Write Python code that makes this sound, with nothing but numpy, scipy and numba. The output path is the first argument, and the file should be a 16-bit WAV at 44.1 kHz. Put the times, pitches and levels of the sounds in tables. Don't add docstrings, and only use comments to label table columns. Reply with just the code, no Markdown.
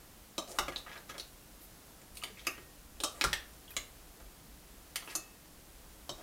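import sys
import numpy as np
from scipy import signal
from scipy.fft import rfft, irfft
from scipy.io import wavfile
from scipy.ndimage import uniform_filter1d
from numba import njit

SR = 44100
rng = np.random.default_rng(int(sys.argv[2]) if len(sys.argv) > 2 else 0)


def gain_from_db(level_db):
    decades = np.asarray(level_db, float) / 20
    return 10 ** decades


def dump_mix(stems):
    frames = np.atleast_2d(stems).T
    limited = np.clip(frames, -1, 1)
    pcm = np.round(limited * 32767).astype(np.int16)
    wavfile.write(sys.argv[1], SR, pcm)


N = 274322

# hollow/dB, body/dB, edge/dB
POT_KNOCKS = [(0.38, -27.5, -6.5, -9, -5), (0.5134, -42.5, -3, -25, 1), (0.5864, -19, -11, -8.5, -8),
              (0.6809, -39, 5, 12, -2.5), (0.7598, -29, -20.5, -9.5, -20), (1.1799, -35, -10, -9, -5),
              (1.1981, -28.5, -25, -18, -14), (3.0022, -31, -8.5, -12, -7.5),
              (3.0354, -22.5, -10.5, -20, 0), (3.2113, -17.5, -17.5, -6.5, -15),
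              (3.24, -21.5, -9, -0.5, -2), (3.3303, -21.5, -22, -5.5, -8.5), (3.7054, -51, -14, 3, -16),
              (3.7664, -23.5, -19, -4.5, -7.5), (6.0931, -31, -6.5, -16, -11)]
BOWL_KNOCKS = [(2.0164, -59.5, -3, 6, 9), (2.153, -49, -17, -16, -6), (2.1708, -37, -24, -17, -5),
               (2.2244, -51, -21, -1, 6), (2.2359, -30, -16.5, -2, -8), (2.394, -50, -20, -1, -8),
               (2.4691, -26.5, -11, 1.5, -6), (2.5782, -54, 9.5, 14, -17), (4.9579, -25.5, -36, -5, -6),
               (5.0233, -43.5, -9, 0, -17), (5.0759, -49, 2, 13, -15), (5.1518, -32.5, -8.5, -10, 4.5)]
KNOCK_T60 = [0.036, 0.01, 0.01, 0.02, 0.015]


def shell_knocks():
    crowd = shaken_shells(POT_KNOCKS + BOWL_KNOCKS, KNOCK_T60, rise_s=0.00086, grit_db=3.5, crack_db=-28)
    return gain_from_db(-3.5) * crowd


# hollow/dB, body/dB, edge/dB
SKIDS = [(0.476, -43, 2, -25, -4), (0.684, -40.5, -1, -8, -13), (0.722, -40.5, -19, 0, -13),
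         (0.7769, -39.5, -17, -17, -4.5), (0.8634, -53, 4, 16, -16), (0.8934, -45, -3, -1, -17),
         (0.9147, -45, -23, 5.5, -17), (0.926, -39, -25, -10, -22), (0.9546, -42.5, -7, 5, -17),
         (0.9754, -41, -6, -21, -14), (1.0927, -37, -7.5, -1, -7), (1.1044, -40, -15, -4, -17),
         (1.142, -45.5, 0, 5, -11), (4.2, -53.5, 4, 1.5, -12), (5.0344, -55, 0, -6, -10),
         (5.0994, -39, -13, -8, -9), (6.1803, -55, 9.5, -17, 4)]
SKID_T60 = [0.068, 0.09, 0.025, 0.068, 0.06]


def shell_skids():
    return gain_from_db(-8.5) * shaken_shells(SKIDS, SKID_T60, rise_s=0.0015, grit_db=5.5, crack_db=-12)


REGISTER_EDGES = [100, 450, 1500, 3900, 7800, 12500, 21000]
REGISTER_LEVELS = [0, -0.7, -0.4, -1.9, 4]


def shaken_shells(table, t60s, rise_s, grit_db, crack_db):
    out, t = np.zeros(N), np.arange(SR // 5) / SR
    for s, db, hollow_db, body_db, edge_db in table:
        jolts = gain_from_db(grit_db * np.repeat(rng.standard_normal(len(t) // 90), 90))
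        crowd = rng.standard_normal(len(t))
        tick_db = -14.5 + 0.43 * edge_db
        levels = db + np.array([hollow_db, body_db, 0, edge_db, tick_db]) + REGISTER_LEVELS
        crack = 1 + gain_from_db(crack_db) * fade(t, 0.0017)
        attack = crack * (1 - np.exp(-t / rise_s)) * uniform_filter1d(jolts, 40)
        for row, level_db, t60 in zip(np.eye(7)[1:6], levels, t60s):
            burst = shaped(crowd, REGISTER_EDGES, row) * fade(t, t60) * attack
            add(out, s, gain_from_db(level_db) * unit(burst) * np.sqrt(np.mean(fade(t, t60) ** 2)))
    return out


# t/s, peak level/dB, f/Hz
LOW_RINGS = [(0.3825, -37.5, 1196), (0.5862, -21.5, 1300), (0.6809, -48, 1000), (2.236, -42, 2370),
             (2.4691, -31, 1180), (3.036, -27, 1232), (3.2123, -25.5, 2420), (3.24, -21, 1350),
             (3.3296, -23.5, 1890), (3.766, -38.5, 1180), (4.958, -41, 1940), (5.023, -43, 1220),
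             (5.152, -36, 1220), (6.0926, -38.5, 1120)]
# t/s, peak level/dB, f/Hz
MID_RINGS = [(0.586, -36, 5400), (0.7602, -19.5, 3790), (1.197, -31, 4540), (2.17, -37, 2720),
             (2.2186, -33, 2740), (2.2363, -24.5, 3300), (2.372, -35.5, 2350), (2.394, -36, 3510),
             (2.4699, -16, 2495), (3.0021, -27, 3650), (3.0355, -24, 4360), (3.2124, -23, 2910),
             (3.3303, -17.5, 3300), (3.679, -39.5, 3140), (3.7663, -32, 4600), (4.958, -23, 3030),
             (3.24, -18, 5000), (3.3305, -27, 5240), (4.9582, -36, 4700), (5.0758, -30.5, 2800),
             (5.1525, -29, 4580)]
# t/s, peak level/dB, f/Hz
HIGH_RINGS = [
    (0.5861, -35, 8400),
    (2.1695, -31, 8370),
    (2.2358, -25.5, 9300),
    (2.4683, -24, 6700),
    (3.0021, -45, 8820),
    (3.036, -24, 5270),
    (3.3303, -25, 7970),
    (3.7658, -15.5, 6990),
    (4.958, -20, 9200),
    (5.1522, -12.5, 6590),
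]
# t/s, peak level/dB, f/Hz
TICKS = [(0.5142, -39, 11600), (1.6157, -44, 12600), (1.8632, -44, 10400), (2.1525, -33, 10200),
         (2.173, -28.5, 11800), (2.4678, -17.5, 11240), (3.0026, -40, 12200), (3.0357, -41, 10100),
         (3.7065, -29, 13100), (4.9576, -20, 11960), (5.1527, -22, 12200)]


def shell_rings():
    low = rings(lasting(LOW_RINGS, 0.019), 3.6, 0.00063, 0.036, count=5)
    mid = rings(lasting(MID_RINGS, 0.016), -5, 0.00061, 0.042, count=8)
    high = rings(lasting(HIGH_RINGS, 0.019), -10.5, 0.00028, 0.0325, count=6)
    ticks = rings(lasting(TICKS, 0.017), -11, 0.00033, 0.112, count=20)
    return low + mid + high + ticks


# t/s, level/dB, tilt/(dB per octave)
LADLE_BLOWS = [
    (.38, -32.5, -1.5),
    (3.0355, -30, .5),
    (6.093, -37, -.5),
]
# f/Hz, level/dB, t60/s
LADLE_MODES = [(596, -4, 0.042), (1180, -6.5, 0.042), (3150, -3, 0.02), (3790, 0.5, 0.035),
               (5400, -6.5, 0.055), (6230, -3.5, 0.031), (6950, -14, .05), (7570, -10, .06)]


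def ladle_rings():
    return rings(struck(LADLE_BLOWS, LADLE_MODES), 0, 0.00041, 0.011, count=2)


# t/s, peak level/dB, f/Hz, t60/s
POT_RINGS = [
    (.381, -30, 323, 0.075),
    (2.3, -42.5, 434, 0.067),
    (0.585, -38, 590, 0.21),
    (2.467, -36.5, 338, 0.13),
    (3.035, -35.5, 319, 0.089),
    (3.237, -37, 765, 0.1),
    (5.153, -40.5, 317.4, 0.18),
]


def pot_rings():
    return rings(POT_RINGS, -0.5, 0.0038)


# t/s, peak level/dB, f/Hz, t60/s
PINGS = [(.587, -43, 5400, 0.18), (2.225, -38.5, 1234, .05), (2.237, -58, 6700, 0.18),
         (2.2375, -48, 11900, .1), (2.4705, -29.5, 4830, 0.053), (3.003, -48, 8950, 0.3),
         (3.057, -39, 3200, 0.14), (3.248, -17.5, 1365, 0.034), (3.679, -53, 3270, 0.12),
         (3.717, -45, 2460, 0.037), (5.155, -35, 9300, 0.096), (5.1555, -43, 10750, 0.14),
         (5.156, -37, 12400, 0.099), (5.1565, -52, 13900, .12), (6.094, -33, 3040, 0.031)]


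def pings():
    return rings(PINGS, 0, 0.00081)


# t/s, level/dB, tilt/(dB per octave)
BOWL_BLOWS = [
    (2.469, -54.5, -12),
    (5.153, -51.5, 6),
]
# f/Hz, level/dB, t60/s
BOWL_MODES = [(1864, -4.5, .84), (2610, 3, 0.53), (4700, -11, .2), (6426, -13, .33)]


def bowl_rings():
    return rings(struck(BOWL_BLOWS, BOWL_MODES), 0, 0.00081)


# t/s, peak level/dB, f/Hz, t60/s
THUDS = [
    (.381, -44, 190, 0.11),
    (3.245, -46, 150, 0.35),
    (6.1, -72, 119, .2),
]


def worktop_thuds():
    return rings(THUDS, 0, 0.01)


def rings(table, trim_db, rise_s, spread=0., count=1):
    out, t = np.zeros(N), np.arange(SR // 2)[:, None] / SR
    for s, db, hz, t60 in table:
        place, phase = rng.standard_normal((2, count))
        detune = (np.arange(count) - (count - 1) / 2 + 0.58 * place) * 3.63 / count
        span = t[:int(t60 * SR)]
        waves = np.sin(2 * np.pi * hz * (1 + spread * detune) * span + phase).sum(axis=1) / np.sqrt(count)
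        shape = (fade(span, t60) * (1 - np.exp(-span / rise_s)))[:, 0]
        add(out, s, gain_from_db(db + trim_db) * unit(waves * shape) * np.sqrt(np.mean(shape ** 2) / 2))
    return out


def struck(blows, modes):
    return [(s, db + mode_db + tilt_db * np.log2(hz / 2600), hz, t60)
            for s, db, tilt_db in blows for hz, mode_db, t60 in modes]


def lasting(table, t60):
    return [(*row, t60) for row in table]


# start t/s, length t/s, level/dB, centre f/Hz
SCRAPES = [
    (.535, 0.033, -51.5, 695),
    (2.27, 0.035, -60, 2200),
    (2.385, .03, -57.5, 2660),
    (2.445, 0.011, -59, 2410),
    (2.54, 0.042, -70, 1650),
    (3.155, 0.047, -52, 706),
    (5.09, 0.047, -51.5, 1950),
    (6.195, .03, -60.5, 1100),
]


def shell_scrapes():
    return gain_from_db(-5) * grains(SCRAPES, per_s=2500, scatter_db=1.5, damp=0.9)


# start t/s, length t/s, level/dB, centre f/Hz
FIZZ = [
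    (.49, .04, -49.5, 7700),
    (.555, .02, -54, 8400),
    (1.615, 0.036, -56, 12000),
    (2.14, .07, -64, 10200),
    (3.09, 0.12, -59, 8300),
    (3.7, .02, -56, 12400),
    (5.05, .09, -58, 10500),
]


def broth_fizz():
    return gain_from_db(-10) * grains(FIZZ, per_s=5000, scatter_db=1.2, damp=0.4)


# start t/s, length t/s, level/dB, centre f/Hz
HUM = [
    (.49, .07, -55, 640),
    (6.19, .04, -53, 640),
]


def ladle_hum():
    return grains(HUM, per_s=1500, scatter_db=1.5, damp=0.2)


def grains(table, per_s, scatter_db, damp):
    t, gain, hz = np.arange(N) / SR, np.zeros(N), np.full(N, 1000.)
    for s, length, db, centre in table:
        corners = [s - 0.027, s, s + length, s + length + 0.024]
        inside = (t > corners[0]) & (t < corners[-1])
        gain[inside] = gain_from_db(db - 37 * np.interp(t[inside], corners, [1, 0, 0, 1]))
        hz[inside] = centre
    clicks = (rng.random(N) < per_s / SR) * rng.standard_normal(N)
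    clicks = clicks * gain_from_db(scatter_db * rng.exponential(size=N))
    return unit(svf(clicks, hz, damp)) * uniform_filter1d(gain, SR // 100)


# f/Hz, t60/s
KITCHEN_T60 = [(200, 0.56), (530, 0.39), (1400, 0.34), (3700, 0.28), (9700, 0.23), (16000, 0.34)]


def kitchen():
    t = np.arange(SR // 2) / SR
    noise = rng.standard_normal((2, len(t)))
    first, echoes = noise * (rng.random(len(t)) < .05 + t / .02) * (t > 0.0015)
    hz, t60 = np.transpose(KITCHEN_T60)
    tail = sum(shaped(echoes, hz, row) * fade(t, d) for row, d in zip(np.eye(len(hz)), t60))
    near = unit(even(first * fade(t, 0.043), 330))
    return (near + gain_from_db(-3) * unit(tail)) / np.sqrt(len(t))


# f/Hz, level/(dB per Hz)
HOUSE = [(12, -46), (20, -2), (55, 0.5), (69, -2.5), (86, -15), (237, -15.5), (265, -15)]
# f/Hz, level/(dB per Hz)
HISS = [(297, -9), (342, -14), (816, -17), (888, -19.5), (966, -18.5), (2240, -23), (15200, -24.5),
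        (16500, -62)]
# t/s, boom level/dB, upper rumble against it level/dB
SHOVES = [
    (.59, -45.5, -8),
    (2.29, -68, 13),
    (3.24, -38.5, -1.5),
    (3.76, -56, -10),
    (4.4, -53, -12),
    (4.57, -62, -12),
    (4.75, -65, -21),
    (6.1, -65, 7),
]


def background():
    t = np.arange(N) / SR
    hz, db = np.transpose(HOUSE + HISS)
    air = gain_from_db(-55.5) * unit(shaped(rng.standard_normal(N), hz, gain_from_db(db)))
    boom, upper = gain_from_db(-60.5 + 2 * walk(3.96)), np.full(N, gain_from_db(-65))
    rise = 1 - np.exp(-t / 0.015)
    for s, boom_db, upper_db in SHOVES:
        add(boom, s, gain_from_db(boom_db) * rise * fade(t, 0.49))
        add(upper, s, gain_from_db(boom_db + upper_db) * rise * fade(t, 0.25))
    deep = unit(shaped(air, [75, 105], [1, 0])) * boom
    low = unit(shaped(air, [75, 105, 210, 300], [0, 1, 1, 0])) * upper
    hiss = shaped(air, [210, 300], [0, 1]) * gain_from_db(.3 * walk(2.5))
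    whine = np.sin(2 * np.pi * 10451 * t + 0.87 * walk(3.6))
    return hiss + deep + low + gain_from_db(-75) * whine


def unit(x):
    return x / np.sqrt(np.mean(x ** 2))


def fade(t, t60):
    return np.exp(-np.log(1000) * t / t60)


def add(out, s, x):
    i = int(s * SR)
    out[i:i + len(x)] += x[:N - i]


def shaped(x, hz, gain):
    f = np.maximum(np.arange(len(x) // 2 + 1) * SR / len(x), 1)
    return irfft(rfft(x) * np.interp(np.log(f), np.log(hz), gain), len(x))


def even(x, width_hz):
    spectrum = rfft(x)
    power = uniform_filter1d(np.abs(spectrum) ** 2, int(width_hz * len(x) / SR))
    return irfft(spectrum / np.sqrt(power), len(x))


def walk(rate):
    k = int(SR / rate)
    steps = np.repeat(rng.standard_normal(N // k + 1), k)
    return unit(uniform_filter1d(uniform_filter1d(steps, k), k)[:N])


@njit
def svf(x, hz, damp):
    y, b, l = np.empty(len(x)), 0., 0.
    for i in range(len(x)):
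        g = np.tan(np.pi * hz[i] / SR)
        v = (b + g * (x[i] - l)) / (1 + g * (g + damp))
        b, l, y[i] = 2 * v - b, l + 2 * g * v, damp * v
    return y


def scene():
    ringing = shell_rings() + ladle_rings()
    vessels = pot_rings() + pings() + bowl_rings() + worktop_thuds()
    rubbing = shell_scrapes() + broth_fizz() + ladle_hum()
    contacts = shell_knocks() + shell_skids()
    near = contacts + rubbing
    echoes = sum(signal.fftconvolve(x, kitchen())[:N] for x in (near, ringing))
    mid = near + ringing + echoes + vessels + background()
    side = gain_from_db(-22) * shaped(np.roll(contacts, 40), [4000, 7000, 14000], [0, .35, 1.5])
    return np.array([mid + side, mid - side])


def roll_off(x):
    return signal.sosfilt(signal.butter(12, 17010, fs=SR, output="sos"), x)


def record(dry):
    rounded = np.tanh(2.142 * dry) / 2.262
    top = signal.ellip(7, .2, 34, 15850, fs=SR, output="sos")
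    mix = signal.sosfilt(top, rounded)
    return roll_off(mix)


dry = scene()
out = record(dry)
dump_mix(out)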